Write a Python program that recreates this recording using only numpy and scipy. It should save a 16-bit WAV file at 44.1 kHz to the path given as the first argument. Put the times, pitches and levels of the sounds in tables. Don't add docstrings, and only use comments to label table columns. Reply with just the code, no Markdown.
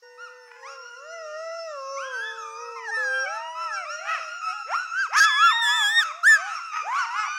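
import sys
import numpy as np
from scipy import signal
from scipy.fft import rfft, irfft
from scipy.io import wavfile
from scipy.ndimage import uniform_filter1d, minimum_filter1d

SR = 44100
rng = np.random.default_rng(int(sys.argv[2]) if len(sys.argv) > 2 else 0)


def to_wav(sig):
    pcm = np.clip(np.atleast_2d(sig), -1, 1) * 32767
    pcm = np.round(pcm).astype(np.int16)
    wavfile.write(sys.argv[1], SR, pcm.T)


N = 325458
TIME_S = np.arange(N) / SR
TOP_HZ = 15700

# (time [s], pitch [Hz], fundamental [dB], second harmonic [dB])
NEAR_SCREAM = [(5.205, 1604, -12, -24), (5.273, 1722, -26.5, -29), (5.441, 1679, -24.5, -28),
               (5.579, 1870, -26.5, -28), (5.701, 1688, -22, -26), (5.767, 1779, -27.5, -26.5),
               (5.857, 1654, -22.5, -24.5), (5.935, 1818, -25, -34), (5.989, 1853, -16, -19.5),
               (6.015, 1710, -24, -30), (6.04, 1365, -26, -52)]
WAIL_PHRASES = [
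    [(0.024, 930, -68, -60), (0.038, 923, -59, -57), (0.358, 907, -59, -57.5), (0.722, 822.8, -56, -55),
     (0.76, 815.4, -69, -53)],
    [(2.76, 1069, -38, -48.5), (2.83, 979.1, -42, -43.5), (2.854, 938.2, -45, -36.5),
     (2.904, 815, -35, -31), (2.912, 880, -46, -37)],
    [(2.914, 910, -39, -31), (2.956, 895.5, -45, -26), (3.118, 793.5, -46.5, -26), (3.226, 799, -47, -27.5),
     (3.259, 780, -37, -33)],
]
WAIL_TAIL = [(3.26, 746.7, -37.5, -32.5), (3.432, 932.7, -36, -44.5), (3.638, 1001, -38.5, -52.5),
             (3.73, 836.4, -45.5, -32.5), (3.836, 688.8, -42, -42.5), (3.86, 617.5, -45, -48)]
HIGH_YODEL = [(1.97, 1042, -41.5, -43.5), (2.042, 1556, -38, -51.5), (2.09, 1648, -45.5, -52),
              (2.154, 1534, -32.5, -57), (2.282, 1736, -36.5, -43), (2.368, 1491, -46.5, -75),
              (2.386, 1342, -39, -61), (2.486, 1193, -41, -54), (2.756, 1324, -45, -54.5),
              (2.8, 1151, -47, -49)]
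# (time [s], pitch [Hz], level [dB])
NEAR_YELP = [(6.233, 1270, -22.5), (6.26, 1600, -16), (6.285, 1798, -8), (6.342, 1704, -13),
             (6.38, 1540, -29)]
HELD_HOWL_A = [(0.024, 487, -51), (0.354, 498, -50.5), (0.602, 471.4, -57), (1.05, 486, -55.5),
               (1.394, 453, -63), (1.51, 453.2, -68)]
HELD_HOWL_B = [(2.2, 519, -54), (2.328, 526, -54), (2.418, 552, -58), (2.72, 519, -50.5)]
LOW_HOWL_HEAD = [(0.55, 497, -61.5), (0.71, 548.3, -47.5), (0.91, 478.4, -55), (1.15, 670, -40),
                 (1.3, 608.3, -37.5), (1.46, 655, -35), (1.62, 664.4, -35), (1.82, 538.2, -38.5),
                 (1.96, 549.7, -35.5), (2.11, 514, -42), (2.22, 450.4, -47.5), (2.55, 450.6, -48.5),
                 (2.61, 473.6, -43.5), (2.97, 438.4, -47)]
LOW_HOWL_TAIL = [(2.97, 510, -38.5), (3.21, 523, -37), (3.348, 657, -43), (3.83, 610, -49), (3.9, 609, -40)]
SOFT_MOANS = [
    [(3.9, 586.5, -42.5), (4.15, 678.6, -46), (4.298, 619.8, -48.5), (4.412, 755.4, -60),
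     (4.51, 731.9, -41), (4.548, 844.3, -48.5), (4.63, 814.8, -45.5)],
    [(6.05, 623.4, -55), (6.098, 596.9, -52), (6.2, 698.0, -49.5), (6.328, 564.7, -59),
     (6.402, 685.2, -40.5), (6.484, 821.6, -38), (6.56, 638.6, -58)],
]
WHOOP_SHORT = [(4.72, 780, -30), (4.764, 1322, -24.5), (4.83, 1492, -33), (4.884, 1286, -35.5),
               (5.014, 1593, -22.5), (5.05, 1330, -27), (5.08, 900, -44)]
WHOOP_LONG = [(5.15, 1026, -26.5), (5.182, 1275, -18), (5.258, 1323, -19), (5.328, 1006, -34.5),
              (5.456, 1380, -12.5), (5.5, 1263, -19.5), (5.542, 916.6, -31.5), (5.758, 973, -31),
              (5.85, 815, -39), (6.02, 838, -44.5)]
WHOOP_HOARSE = [(6.88, 841.5, -30), (6.978, 1138, -25), (7.056, 918.8, -36), (7.122, 958.2, -33),
                (7.19, 1295, -27.5), (7.244, 1236, -28), (7.29, 693, -45.5)]
# (start [s], length [s], first pitch [Hz], last pitch [Hz], slur [ratio], level [dB])
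FAR_WARBLES = [(0.628, 1.77, 1422, 1295, 0.36, -52), (3.851, 1.3, 1438, 1298, 0.21, -44.5),
               (4.083, 0.21, 1274, 1327, 0.0046, -44.5), (6.372, 0.47, 1542, 1168, 0.0016, -45),
               (7.104, .28, 1455, 1481, 0.12, -44), (7.232, .15, 1183, 1235, 0.1, -43.5)]
# (start [s], length [s], top pitch [Hz], rise [ratio of top], level [dB], roughness [0-1])
FAR_YIPS = [(0.178, 0.11, 1431, 0.13, -44.5, 0.05), (2.928, 0.12, 1323, .1, -41.5, 0.07),
            (3.097, 0.17, 1360, .09, -42.5, .02), (3.27, 0.14, 1346, 0.077, -38, 0.15),
            (3.549, 0.16, 1341, 0.068, -35.5, 0.11), (3.694, 0.16, 1360, 0.051, -37.5, .07),
            (3.975, .23, 823, .28, -47.5, 0.15), (4.413, 0.12, 1303, 0.047, -33, .09),
            (4.695, 0.13, 1386, 0.033, -36, 0.06), (5.675, .17, 1321, 0.2, -35.5, 0.05),
            (5.977, .15, 1325, 0.18, -35, 0.27), (6.286, 0.13, 1287, 0.13, -35, 0.25),
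            (6.454, .15, 1322, 0.18, -38, 0.35), (6.719, .11, 1282, 0.082, -34.5, 0.17),
            (6.943, 0.12, 1466, .23, -30.5, 0.22)]
# (start [s], length [s], first [Hz], middle [Hz], last [Hz], level [dB], roughness [0-1])
FAR_BARKS = [(.46, 0.15, 290, 501, 548, -56, 0.88), (4.051, 0.14, 559, 651.5, 476, -33.5, 0.5),
             (4.667, 0.13, 314, 604, 687, -46, 0.56), (5.11, 0.13, 359, 456, 445, -39, 0.57),
             (6.722, 0.083, 395, 475, 412, -39.5, 0.85), (6.88, 0.13, 611, 756, 665, -43, 0.8),
             (7.141, 0.13, 387.8, 428.4, 364, -36, 0.26)]
# (frequency [Hz], gain [dB])
NEAR_EQ = [(3400, -32.5), (5200, -25), (7000, -29), (8800, -40), (10500, -42), (15000, -56)]
CRACK_EQ = [(1200, -19), (3000, 2), (4300, 2), (6500, 1), (8000, -19), (10000, -14.5), (15000, -43)]
PACK_EQ = [(900, -19.5), (1400, 3), (1850, 2.5), (2100, -1), (2400, -5), (2750, -11.5), (3300, -17.5),
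           (4300, -22.5), (5500, -8), (6600, -15), (8000, -27), (11000, -33), (15000, -58)]
WAIL_EQ = [(2300, -6.5), (2500, -54), (2850, -14), (3300, -37.5), (4200, -36.5), (5700, -20), (7400, -41),
           (9000, -41), (15000, -65)]
ROUND_MOUTH_EQ = [(900, -4.5), (1090, -3), (1230, -12), (1350, -12), (1620, -25.5), (1950, -13),
                  (2200, -33.5), (2650, -34), (3300, -41), (4600, -35), (5300, -19.5), (6000, -19),
                  (6600, -33), (8000, -44.5), (15000, -71)]
BARK_EQ = [(450, -42.5), (800, -7.5), (1350, -2), (2000, -4.5), (2700, -8), (3500, -28), (5500, -31),
           (8000, -43.5), (15000, -54)]
# (frequency [Hz], gain [dB])
ECHO_EQ = [(600, 3), (1300, 6.5), (1750, 2), (2700, 7.5), (5500, 8), (8000, 7), (15000, -17.5)]
HISS_EQ = [(30, -28), (300, -12), (800, -5), (1300, 7), (2050, -4), (2700, 0), (3500, -6), (5500, 10.5),
           (8000, -14), (15000, -12)]


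def near_coyote():
    accent_db, accent_s = 18.5, .035
    swoop = arch(5.131, .11, 1000, 1750, 2050, -19.5)
    crack = arch(5.165, .09, 400, 425, 435, -49, sag_db=12)
    time_s, pitch_hz, first_db, second_db = np.transpose(NEAR_SCREAM)
    burst_db = accent_db * np.exp((time_s[0] - time_s) / accent_s)
    scream = np.column_stack([time_s, pitch_hz, first_db + burst_db, second_db])
    return (voice([swoop], PACK_EQ, bright_db=-4, tilt_db_oct=-2, rough=.3)
            + voice([crack], CRACK_EQ, bright_db=4, tilt_db_oct=5, rough=.037, jitter=.007)
            + voice([scream], NEAR_EQ, bright_db=7, tilt_db_oct=-3, rough=.016, jitter=.003)
            + whistle()
            + voice([NEAR_YELP], NEAR_EQ, bright_db=4.5, tilt_db_oct=.5, rough=.032, jitter=.003))


def whistle(start_s=5.62, end_s=6.04, pitch_ratio=4.335, level_db=-37, sideband=.39, octave_db=-13):
    time_s, pitch_hz, *_ = np.transpose(NEAR_SCREAM)
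    at, t, gate = span(start_s, end_s, edge_s=.021)
    fold_phase = 2 * np.pi * np.cumsum(glide(t, time_s, pitch_hz)) / SR
    phase = pitch_ratio * fold_phase + .25 * wander(len(t), 500)
    chop = 1 + 2 * sideband * np.cos(fold_phase) + 2 * sideband ** 2 * np.cos(2 * fold_phase)
    flutter_db = 3 * wander(len(t), 22)
    tone = chop * np.sin(phase) + undb(octave_db) * np.sin(2 * phase)
    out = np.zeros(N)
    out[at] = gate * undb(level_db + flutter_db) * tone
    return out


def howlers():
    return (voice([HELD_HOWL_A], PACK_EQ, bright_db=-.5, tilt_db_oct=-16.5, rough=.012)
            + voice([HELD_HOWL_B], PACK_EQ, bright_db=9, tilt_db_oct=-35, rough=.012)
            + voice([LOW_HOWL_HEAD], ROUND_MOUTH_EQ, bright_db=3.5, tilt_db_oct=-1, rough=.012)
            + voice([LOW_HOWL_TAIL], ROUND_MOUTH_EQ, bright_db=-11, tilt_db_oct=-1, rough=.012)
            + voice(SOFT_MOANS, PACK_EQ, bright_db=-8, tilt_db_oct=0, rough=.066)
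            + voice(WAIL_PHRASES[:1], WAIL_EQ, bright_db=9.5, tilt_db_oct=1, rough=.036)
            + voice([*WAIL_PHRASES[1:], WAIL_TAIL], WAIL_EQ, bright_db=3.5, tilt_db_oct=-1, rough=.02)
            + voice([scooped(WHOOP_SHORT)], PACK_EQ, bright_db=-10, tilt_db_oct=-3.5, rough=.13)
            + voice([scooped(WHOOP_LONG)], PACK_EQ, bright_db=-6, tilt_db_oct=-10.5, rough=.081)
            + voice([scooped(WHOOP_HOARSE)], PACK_EQ, bright_db=-13, tilt_db_oct=-1, rough=.24))


def scooped(call, from_hz=390, scoop_s=.065, rise_db=33.5):
    start_s, _, level_db = call[0]
    return [(start_s - scoop_s, from_hz, level_db - rise_db), *call]


def far_pack():
    yodel = undb(-3) * voice([HIGH_YODEL], PACK_EQ, bright_db=-10, tilt_db_oct=.5, rough=.011)
    calls = [warble(*row) for row in FAR_WARBLES]
    warbles = voice(calls, PACK_EQ, bright_db=-.5, tilt_db_oct=-6, rough=.064)
    return yodel + warbles + yips() + barks()


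def warble(start_s, length_s, first_hz, last_hz, slur, level_db):
    rate_hz, depth, swell_db, crest_s = 4.6, .0254, 2.5, .0494
    accent_db, accent_s, slur_s = 7, .13, .056
    t = np.linspace(0, length_s, 100)
    waver = np.cos(2 * np.pi * rate_hz * (t - crest_s))
    onset = np.exp(-(t / slur_s) ** 2)
    drift_hz = np.interp(t, [0, length_s], [first_hz, last_hz])
    pitch_hz = drift_hz * (1 + depth * waver - slur * onset)
    attack_db = accent_db * (np.exp(-t / accent_s) - onset)
    return np.column_stack([start_s + t, pitch_hz, level_db + attack_db + swell_db * waver])


def yips(fall_ratio=1.4):
    out = np.zeros(N)
    for start_s, length_s, top_hz, rise, level_db, rough in FAR_YIPS:
        first_hz, last_hz = top_hz * (1 - rise), top_hz * (1 - fall_ratio * rise)
        call = arch(start_s, length_s, first_hz, top_hz, last_hz, level_db)
        out += voice([call], PACK_EQ, bright_db=-4, tilt_db_oct=-5.5, rough=rough)
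    return out


def barks(rasp=.035, air_gain=.03):
    out = np.zeros(N)
    for *shape, rough in FAR_BARKS:
        time_s, pitch_hz, level_db = arch(*shape).T
        at, t, gate = span(time_s[0], time_s[-1])
        n = len(t)
        hz = glide(t, time_s, pitch_hz) * (1 + rough * rasp * wander(n, 300))
        cycle = np.cumsum(hz) / SR % 1
        slaps = (np.diff(cycle, prepend=0) < 0) * undb(rough * 5.8 * wander(n, 300))
        puffs = rough * air_gain * (1 - cycle) * rng.standard_normal(n)
        bark = shaped(slaps + puffs, [(250, -72)] + BARK_EQ)
        out[at] += gate * undb(glide(t, time_s, level_db)) * bark / bark.std()
    return out


def voice(calls, throat_eq, bright_db, tilt_db_oct, rough, jitter=.0034, rasp=.092):
    flutter_db, flutter_hz, air_db = 5, 19.76, 8.5
    out = np.zeros(N)
    for call in calls:
        time_s, pitch_hz, first_db, *second_db = np.transpose(call)
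        at, t, gate = span(time_s[0], time_s[-1])
        n = len(t)
        hz = glide(t, time_s, pitch_hz) * (1 + jitter * wander(n, 70) + rough * rasp * wander(n, 600))
        phase = 2 * np.pi * np.cumsum(hz) / SR
        first = undb(glide(t, time_s, first_db))
        if second_db:
            second = undb(glide(t, time_s, second_db[0]))
            effort = np.hypot(first, second) * undb(bright_db)
        else:
            effort = first * undb(bright_db)
            second = effort * eq_gain(2 * hz, throat_eq)
        tone = first * np.sin(phase) + second * np.sin(2 * phase)
        for k in range(3, int(TOP_HZ / np.median(hz)) + 2):
            overtone_db = tilt_db_oct * np.log2(k / 2) + flutter_db * wander(n, flutter_hz)
            gain = effort * eq_gain(k * hz, throat_eq) * undb(overtone_db)
            tone += gain * (k * hz < SR / 2) * np.sin(k * phase)
        puffs = rng.standard_normal(n) * (1 + np.cos(phase))
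        air = undb(air_db) * rough * effort * shaped(puffs, [(350, -89.5)] + throat_eq)
        shimmer = 1 + rough * .5 * wander(n, 400)
        out[at] += np.sqrt(2) * gate * (tone * shimmer + air)
    return out


def arch(start_s, length_s, first_hz, middle_hz, last_hz, level_db, sag_db=11):
    u = np.linspace(0, 1, 20)
    sag = (2 * u - 1) ** 2
    pitch_hz = middle_hz + (np.where(u < .5, first_hz, last_hz) - middle_hz) * sag
    return np.column_stack([start_s + length_s * u, pitch_hz, level_db - sag_db * sag])


def glide(t, time_s, values, ease_s=.008):
    step_s = np.diff(time_s)
    slope = np.diff(values) / np.maximum(step_s, 1e-4)
    before, after = np.r_[slope[0], slope], np.r_[slope, slope[-1]]
    knot_slope = (before * abs(after) + abs(before) * after) / (abs(before) + abs(after) + 1e-9)
    k = np.clip(np.searchsorted(time_s, t) - 1, 0, len(time_s) - 2)
    u = np.interp(t, time_s, np.arange(len(time_s))) - k
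    bend = (knot_slope[k] - slope[k]) * (1 - u) - (knot_slope[k + 1] - slope[k]) * u
    curve = np.interp(t, time_s, values) + step_s[k] * u * (1 - u) * bend
    return uniform_filter1d(curve, int(ease_s * SR), mode="nearest")


def span(start_s, end_s, edge_s=.012):
    at = np.flatnonzero((TIME_S > start_s - edge_s / 2) & (TIME_S < end_s + edge_s / 2))
    t = TIME_S[at]
    ramp = np.clip(np.minimum(t - start_s, end_s - t) / edge_s + .5, 0, 1)
    return at, t, np.sin(np.pi / 2 * ramp) ** 2


def wander(n, rate_hz):
    at = np.arange(n) * rate_hz / SR
    knots = rng.standard_normal(int(n * rate_hz / SR) + 4)
    k = at.astype(int)
    return knots[k] + (knots[k + 1] - knots[k]) * (1 - np.cos(np.pi * (at - k))) / 2


def undb(db):
    return 10 ** (np.asarray(db) / 20)


def eq_gain(hz, eq):
    knot_hz, knot_db = np.transpose(eq)
    return undb(np.interp(np.log(hz + 1), np.log(knot_hz), knot_db))


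def shaped(x, eq):
    return irfft(rfft(x) * eq_gain(np.fft.rfftfreq(len(x), 1 / SR), eq), len(x))


def forest_echo(x, trunks=260, t60_s=.65):
    delay_s = rng.uniform(.012, t60_s, trunks)
    tail = np.zeros(SR)
    tail[(delay_s * SR).astype(int)] = rng.standard_normal(trunks) * undb(-60 * delay_s / t60_s)
    tail = shaped(tail, ECHO_EQ)
    return signal.fftconvolve(x, tail / np.linalg.norm(tail))[:N]


def night_hiss():
    return undb(-66) * shaped(rng.standard_normal(N), HISS_EQ)


def scene():
    far, middle, near = far_pack(), howlers(), near_coyote()
    echo = forest_echo(undb(-3.5) * far + undb(-17) * middle + undb(-26) * near)
    return (undb(5.5) * far + middle + near + echo + night_hiss())[None]


def record(dry):
    ceiling, hold_s, flutter_db = .37, .0025, -44
    hold = int(hold_s * SR)
    target_gain = ceiling / np.maximum(np.abs(dry), ceiling)
    gain = uniform_filter1d(minimum_filter1d(target_gain, hold), hold)
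    noise = shaped(rng.standard_normal(N), [(300, 9.5), (2000, 12), (12000, 5)])
    flutter = undb(flutter_db) * np.sqrt(np.abs(1 - gain)) * noise
    lowpass = signal.ellip(8, .2, 70, TOP_HZ, fs=SR, output="sos")
    return signal.sosfilt(lowpass, dry * gain + flutter)


dry = scene()
out = record(dry)
to_wav(out)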